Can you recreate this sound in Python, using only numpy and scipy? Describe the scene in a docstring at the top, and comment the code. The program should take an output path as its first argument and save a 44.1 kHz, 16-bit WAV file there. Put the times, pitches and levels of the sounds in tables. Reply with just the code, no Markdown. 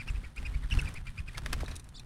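"""A garden feeder, close by, with doves fluttering round it in quiet outdoor air.
Each wingbeat whistles as gliding tones, swishes as shaped noise and pushes a puff of air as a pressure pulse;
then the wing tips clap three times and brush softly as a bird brakes to land, with hollow thumps.
Beaks and feet tick on the seed trays, which ring as resonant noise, and a small bird chirps twice."""
import sys
import numpy as np
from scipy import signal
from scipy.fft import rfft, irfft
from scipy.io import wavfile

SR = 44100
rng = np.random.default_rng(int(sys.argv[2]) if len(sys.argv) > 2 else 0)


def unload_audio(sound):
    """Save the sound as a 16-bit wav file, at the path given as the first command line argument."""
    columns = np.transpose(np.atleast_2d(sound))
    # keep every value between -1 and 1, then stretch to whole-number steps
    steps = np.round(np.clip(columns, -1, 1) * 32767)
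    wavfile.write(sys.argv[1], SR, steps.astype(np.int16))


N = 90581
T = np.arange(N) / SR


def undb(db):
    """Level law: decibels to amplitude gain."""
    return 10 ** (np.asarray(db) / 20)


def unit(x):
    """Normalisation to an rms of 1."""
    return x / np.sqrt(np.mean(x ** 2))


def colour(x, points):
    """Linear filtering: gains from (frequency [Hz], gain [dB]) points, joined over log frequency."""
    hz, db = np.array(points).T
    f = np.maximum(np.fft.rfftfreq(N, 1 / SR), 1)
    gain = undb(np.interp(np.log(f), np.log(hz), db))
    return irfft(rfft(x) * gain, N)


def noise(points):
    """Broadband turbulence: random noise of rms 1 with the given spectrum."""
    return unit(colour(rng.standard_normal(N), points))


def band(hz, width_hz):
    """Resonance: noise of rms 1, width_hz wide at half amplitude; at 0 Hz, a random wander."""
    f = np.fft.rfftfreq(N, 1 / SR)
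    response = 1 / (1 + (2 * (f - hz) / width_hz) ** 2)
    return unit(irfft(rfft(rng.standard_normal(N)) * response, N))


def swell(at, rise, fall):
    """Gaussian envelope: a rounded rise and fall about a moment."""
    return np.exp(-((T - at) / np.where(T < at, rise, fall)) ** 2)


def strike(at, rise, fall):
    """Exponential envelope: a pointed rise and decay about a moment."""
    return np.exp(-abs(T - at) / np.where(T < at, rise, fall))


def scatter(x, decay_s):
    """Diffuse reflection: convolution with a decaying noise tail of unit energy."""
    tail = rng.standard_normal(N) * np.exp(-T / decay_s)
    return signal.fftconvolve(x, tail / np.linalg.norm(tail))[:N]


# spectrum of the outdoor air: (frequency [Hz], relative density [dB])
AIR_SPECTRUM = [(130, 2), (450, -28), (1000, -22.5), (7000, -64.5), (9000, -33.5), (16000, -59)]


def outdoor_air():
    """Stationary noise: quiet air with most of its power in the bass."""
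    return undb(-53) * noise(AIR_SPECTRUM)


# small bird's chirps: (peak time [s], rise [s], fall [s], top pitch before the voice ratio [Hz], level [dB])
CHIRPS = [(0.112, 0.01, 0.0038, 8030, -58.5), (1.967, 0.022, .025, 4540, -54)]
# two voices of a chirp: (pitch ratio [1], added level [dB])
CHIRP_VOICES = [(1.002, 3), (1.248, 1)]
# softening of the highest treble: (frequency [Hz], gain [dB])
CHIRP_TREBLE = [(8000, 0), (14000, -30)]
CHIRP_DROP, CHIRP_PEAK_S = .25, .0075  # share of pitch lost on the flanks; time scale of the peak
CHIRP_WAVER, CHIRP_OCTAVE_DB = .03, -9  # rms share of the pitch; octave against its fundamental


def chirps():
    """Frequency modulation: two voices with octaves flick up to a pointed peak and settle again."""
    out = 0
    for at, rise, fall, hz, db in CHIRPS:
        away = abs(T - at) / np.where(T < at, rise, fall)
        envelope = np.exp(-away ** 4)
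        pitch = hz * (1 - CHIRP_DROP * (1 - np.exp(-abs(T - at) / CHIRP_PEAK_S)))
        for ratio, voice_db in CHIRP_VOICES:
            wavering = ratio * pitch * (1 + CHIRP_WAVER * band(0, 900))
            phase = 2 * np.pi * np.cumsum(wavering) / SR
            tone = np.sin(phase) + undb(CHIRP_OCTAVE_DB) * np.sin(2 * phase)
            out = out + undb(db + voice_db) * envelope * tone
    return colour(out, CHIRP_TREBLE)


# pecks and claws on the trays: (time [s], tick level [dB], ring level [dB])
PECKS = [(1.662, -57, -53.5), (1.713, -67, -50), (1.756, -45, -56), (1.764, -39, -61), (1.797, -46, -59),
         (1.843, -55, -66.5), (1.89, -52, -71), (1.996, -49, -50.5)]
# modes of the tray: (frequency [Hz], level against the ring [dB], decay by 60 dB [s])
TRAY_MODES = [(2530, -2, 0.056), (3770, -0.5, 0.06), (4070, 3.5, 0.036), (5750, 0.5, 0.026),
              (8830, -3, 0.018)]
# spectrum of a tick, also of a feather flick: (frequency [Hz], relative density [dB])
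TICK_SPECTRUM = [(800, -10), (9500, 14), (16000, -14)]
TICK_S, RING_SCATTER = 0.0035, .045  # tick decay; half-width of a mode as a share of its frequency


def trays():
    """Impact excitation: sharp pecks rattle the seed and ring the damped modes of the tray."""
    out, tick = 0, noise(TICK_SPECTRUM)
    rings = [undb(db) * band(hz, 2 * RING_SCATTER * hz) for hz, db, _ in TRAY_MODES]
    for at, tick_db, ring_db in PECKS:
        out = out + undb(tick_db) * strike(at, 0.0004, TICK_S) * tick
        for ring, (_, _, t60) in zip(rings, TRAY_MODES):
            out = out + undb(ring_db) * ring * strike(at, 0.00064, t60 / np.log(1000))
    return out


# hollow thumps of the landing: (onset time [s], level [dB])
BUMPS = [(1.565, -43), (1.632, -31), (1.715, -50.5)]
BUMP_START_HZ, BUMP_END_HZ, BUMP_DROP_S = 1150, 200, .0024
BUMP_RISE_S, BUMP_FALL_S = .0018, .0045


def bumps():
    """Falling-frequency oscillation: hollow thumps whose pitch drops as they die away."""
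    out = 0
    for at, db in BUMPS:
        age = np.maximum(T - at, 0)
        pitch = BUMP_END_HZ + (BUMP_START_HZ - BUMP_END_HZ) * np.exp(-age / BUMP_DROP_S)
        phase = 2 * np.pi * np.cumsum(pitch * (T > at)) / SR  # silent before the onset
        out = out + undb(db) * strike(at + BUMP_RISE_S, BUMP_RISE_S, BUMP_FALL_S) * np.sin(phase)
    return out


# puffs of air: (time [s], level [dB])
PUFFS = [(0.107, -28.5), (0.149, -29.5), (0.189, -31), (0.396, -39.5), (0.437, -38.5), (0.481, -31.5),
         (0.563, -25.5), (.652, -27), (0.729, -25.5), (0.775, -25.5), (0.852, -27.5), (0.988, -33.5),
         (1.094, -33), (1.202, -31), (1.549, -41), (1.625, -31.5), (1.698, -33)]
# spectrum of the eddies: (frequency [Hz], relative density [dB])
EDDY_SPECTRUM = [(15, -5), (40, 1), (75, -4.5), (170, -18.5), (2000, -124.5)]
# stirred air and rustle: (time [s], level of the bass [dB], level of the rustle [dB])
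STIR = [(0, -41.5, -60), (.19, -42.5, -55.5), (.29, -40.5, -59), (.35, -73, -69), (0.38, -39, -51.5),
        (.69, -41.5, -60.5), (0.747, -27.5, -46), (.91, -39, -51.5), (1.03, -44, -61.5),
        (1.258, -43.5, -63.5), (1.40, -40, -55), (1.56, -36, -49), (1.72, -41, -51.5), (1.81, -51.5, -63),
        (2.05, -49, -60.5)]
# low rings of the feeder pole and tray: (frequency [Hz], width [Hz], level against the stirred air [dB])
POLE_RINGS = [(136.8, 12, -14), (247.4, 28, -22)]
PUFF_S, EDDY_S, EDDY_DB = 0.00536, 0.016, -6  # EDDY_DB is against the puff


def downwash():
    """Pressure pulse and turbulence: a dip between two pushes, with eddies; stirred air rings the feeder."""
    push, eddies = 0, 0
    for at, db in PUFFS:
        x = (T - at) / PUFF_S
        push = push + undb(db) * np.sqrt(2) * (x ** 2 - 1) * np.exp(-.5 * x ** 2)
        eddies = eddies + undb(db + EDDY_DB) * swell(at, EDDY_S, EDDY_S)
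    at, bass_db, _ = np.array(STIR).T
    stir = undb(np.interp(T, at, bass_db))
    turbulence = np.hypot(eddies, stir) * noise(EDDY_SPECTRUM)  # the two add in power
    rings = stir * sum(undb(db) * band(hz, width) for hz, width, db in POLE_RINGS)
    return push + turbulence + rings


# spectrum of the plumage: (frequency [Hz], relative density [dB])
RUSTLE_SPECTRUM = [(250, 16), (600, 6), (1600, 6.5), (7000, -8), (9000, -8), (16000, -24)]
# feathers brushing and flicking: (time [s], level [dB], decay [s])
BRUSHES = [(0.078, -44, 0.0045), (0.74, -38.5, 0.0019), (0.751, -39.5, 0.0038), (.774, -36.5, 0.0012),
           (0.848, -44.5, 0.0037), (1.374, -39.5, 0.0035), (1.607, -39.5, 0.0058), (1.681, -43, 0.011),
           (1.713, -52.5, 0.032)]
# bright flicks of feather tips: (time [s], level [dB])
FLICKS = [(0.363, -51.5), (0.788, -49), (0.815, -43.5), (0.89, -48.5), (0.941, -45.5)]
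# spectrum of a brush and of the wing tips' crack: (frequency [Hz], relative density [dB])
CRACK_SPECTRUM = [(400, -6.5), (1750, 5), (2900, -3), (5000, -4.5), (7500, -14.5), (9000, -8.5),
                  (12500, -17.5), (16000, -45)]
GRAIN_DB, GRAIN_HZ = 3.5, 213  # rms and rate of the rustle's roughness
FEATHER_RISE_S, FLICK_S = 0.00092, 0.0035


def feathers():
    """Friction noise: a grainy rustle of the plumage, with single brushes and bright flicks."""
    at, _, rustle_db = np.array(STIR).T
    grain_db = GRAIN_DB * band(0, 2 * GRAIN_HZ)
    rustle = undb(np.interp(T, at, rustle_db) + grain_db) * noise(RUSTLE_SPECTRUM)
    brushes = sum(undb(db) * strike(s, FEATHER_RISE_S, fall) for s, db, fall in BRUSHES)
    flicks = sum(undb(db) * strike(s, FEATHER_RISE_S, FLICK_S) for s, db in FLICKS)
    return rustle + brushes * noise(CRACK_SPECTRUM) + flicks * noise(TICK_SPECTRUM)


# wing-tip claps: (time [s], level of the crack [dB], level of the slap [dB])
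CLAPS = [(1.381, -27.5, -38), (1.462, -29, -41), (1.5316, -21.5, -31.5)]
# spectrum of the slap: (frequency [Hz], relative density [dB])
SLAP_SPECTRUM = [(200, 4.5), (1800, 6), (9500, -11), (16000, -19)]
CRACK_RISE_S, CRACK_FALL_S = 0.0016, 0.0012
SLAP_LAG_S, SLAP_RISE_S, SLAP_FALL_S = 0.0053, 0.00097, 0.0039


def claps():
    """Impulsive noise: the wing tips meet with a crack and the vanes slap just after."""
    crack = sum(undb(db) * strike(at, CRACK_RISE_S, CRACK_FALL_S) for at, db, _ in CLAPS)
    slap = sum(undb(db) * strike(at + SLAP_LAG_S, SLAP_RISE_S, SLAP_FALL_S) for at, _, db in CLAPS)
    return crack * noise(CRACK_SPECTRUM) + slap * noise(SLAP_SPECTRUM)


# wingbeats: (middle time [s], whistle pitch [Hz], whistle level [dB], time scale of the fall [s], glide [Hz/s])
BEATS = [(.009, 2415, -39, 0.0095, -5000), (.089, 2607, -41.5, 0.0099, -2000),
         (0.161, 2520, -48, 0.0059, -7000), (0.249, 2320, -47, 0.0081, 7005),
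         (0.38, 2504, -41, 0.0089, 11025), (0.462, 2535, -40.5, 0.0097, 2010),
         (0.549, 2257, -44.5, 0.0055, 4005), (0.638, 1850, -51, 0.01, -2000),
         (0.712, 3067, -36.5, 0.002, -9000), (.726, 2700, -34.5, 0.007, 3004),
         (0.795, 2647, -30.5, 0.0043, -3000), (0.826, 1523, -43.5, 0.0038, -12000),
         (0.86, 2560, -42, 0.0021, -30000), (0.88, 2387, -43, 0.0074, -6000),
         (0.969, 2404, -44, 0.013, 4001.5), (1.077, 2398, -44.5, 0.0086, 2991),
         (1.188, 2482, -41, 0.0082, 6990.5), (1.286, 2466, -41.5, 0.0053, -15000),
         (1.354, 2170, -46.5, 0.0054, 8000)]
# spectrum of the swish: (frequency [Hz], relative density [dB])
SWISH_SPECTRUM = [(700, -5.5), (1400, 8.5), (2200, 3.5), (3200, 4), (7000, -9), (9000, -2), (16000, -26)]
SWISH_LAG_S, SWISH_RISE_S, SWISH_FALL_S = 0.0017, 0.029, 0.041
SWISH_DB, SWISH_SHARE = -46, 0.29  # the swish grows by this share of the whistle's level in dB


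def swishes():
    """Aerodynamic noise: air rushes over the wing on each beat, and overlapping beats add in power."""
    power = 0
    for at, _, db, _, _ in BEATS:
        envelope = swell(at + SWISH_LAG_S, SWISH_RISE_S, SWISH_FALL_S)
        power = power + (undb(SWISH_DB + SWISH_SHARE * db) * envelope) ** 2
    roughness = undb(3.94 * band(0, 280))
    return np.sqrt(power) * noise(SWISH_SPECTRUM) * roughness


# feathers that sing on each stroke: (pitch ratio [1], level to be divided by the slack [dB], lag [s])
VANES = [(1, 0, 0), (1.1, -4.5, .002), (.86, -5, .009), (.62, -7, -.006)]
# soft strokes hold their note less firmly: (whistle level [dB], slack from 0 to 1 [1])
SLACK = [(-54, .9), (-46, .45), (-33, .4)]
OCTAVE_DB, TWELFTH_DB = -15.5, -26  # overtones against the fundamental
ARCH_HZ, ARCH_S = 420, .02  # the arch lowers the pitch by ARCH_HZ at ARCH_S before and after mid-stroke
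WAVER, WAVER_HZ, BREATH_HZ = .018, 230, 340  # rms share of the pitch, its rate, width of the airy edge
WHISTLE_SHAPE, WHISTLE_LEAD = 1.7, 1.25  # roundness of the swell; length of its rise against its fall


def whistles():
    """Aeolian tone: feathers sing in a tilted arch, clear on hard strokes, in breathy strands on soft ones."""
    out, airflow = 0, []
    for _ in VANES:
        waver = 1 + WAVER * band(0, 2 * WAVER_HZ)
        eddy = (band(0, BREATH_HZ) + 1j * band(0, BREATH_HZ)) / np.sqrt(2)
        airflow.append((waver, eddy))
    for at, hz, db, fall, glide in BEATS:
        age = np.clip(T - at, -2 * ARCH_S, 2 * ARCH_S)
        pitch = hz + glide * age - ARCH_HZ * (age / ARCH_S) ** 2
        slack = np.interp(db, *zip(*SLACK))
        for (waver, eddy), (ratio, vane_db, lag) in zip(airflow, VANES):
            # a steady part and a random part share the power; the random part blurs level and phase
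            grip = np.sqrt(1 - slack ** 2) + slack * eddy
            phase = 2 * np.pi * np.cumsum(pitch * ratio * waver) / SR + np.angle(grip)
            overtones = undb(OCTAVE_DB) * np.sin(2 * phase) + undb(TWELFTH_DB) * np.sin(3 * phase)
            tone = abs(grip) * (np.sin(phase) + overtones)
            away = abs(T - at - lag) / np.where(T < at + lag, WHISTLE_LEAD * fall, fall)
            envelope = np.exp(-away ** WHISTLE_SHAPE)
            out = out + np.sqrt(2) * undb(db + vane_db / slack) * envelope * tone
    return out


# stereo width: (frequency [Hz], gain of the side signal [dB])
WIDTH = [(1500, -47.5), (9000, -22.5), (14000, 0.5)]
YARD_DB, YARD_S = -20, .028  # level against the birds; amplitude decay


def scene():
    """Superposition: near-mono birds and a faint short scatter from the yard; only the high noise is wide."""
    birds = whistles() + swishes() + feathers() + claps() + bumps() + trays() + chirps()
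    yard = undb(YARD_DB) * scatter(birds, YARD_S)
    mid = birds + yard + downwash() + outdoor_air()
    side = colour(feathers() + claps() + trays(), WIDTH)  # fresh noise, so unlike the middle
    return np.array([mid + side, mid - side])


def record(dry):
    """Band limitation: a steep elliptic low-pass cuts the top above 15.8 kHz."""
    low_pass = signal.ellip(8, .2, 80, 15800, fs=SR, output="sos")  # order, ripple [dB], stop [dB], edge [Hz]
    return signal.sosfilt(low_pass, dry)


dry = scene()
out = record(dry)
unload_audio(out)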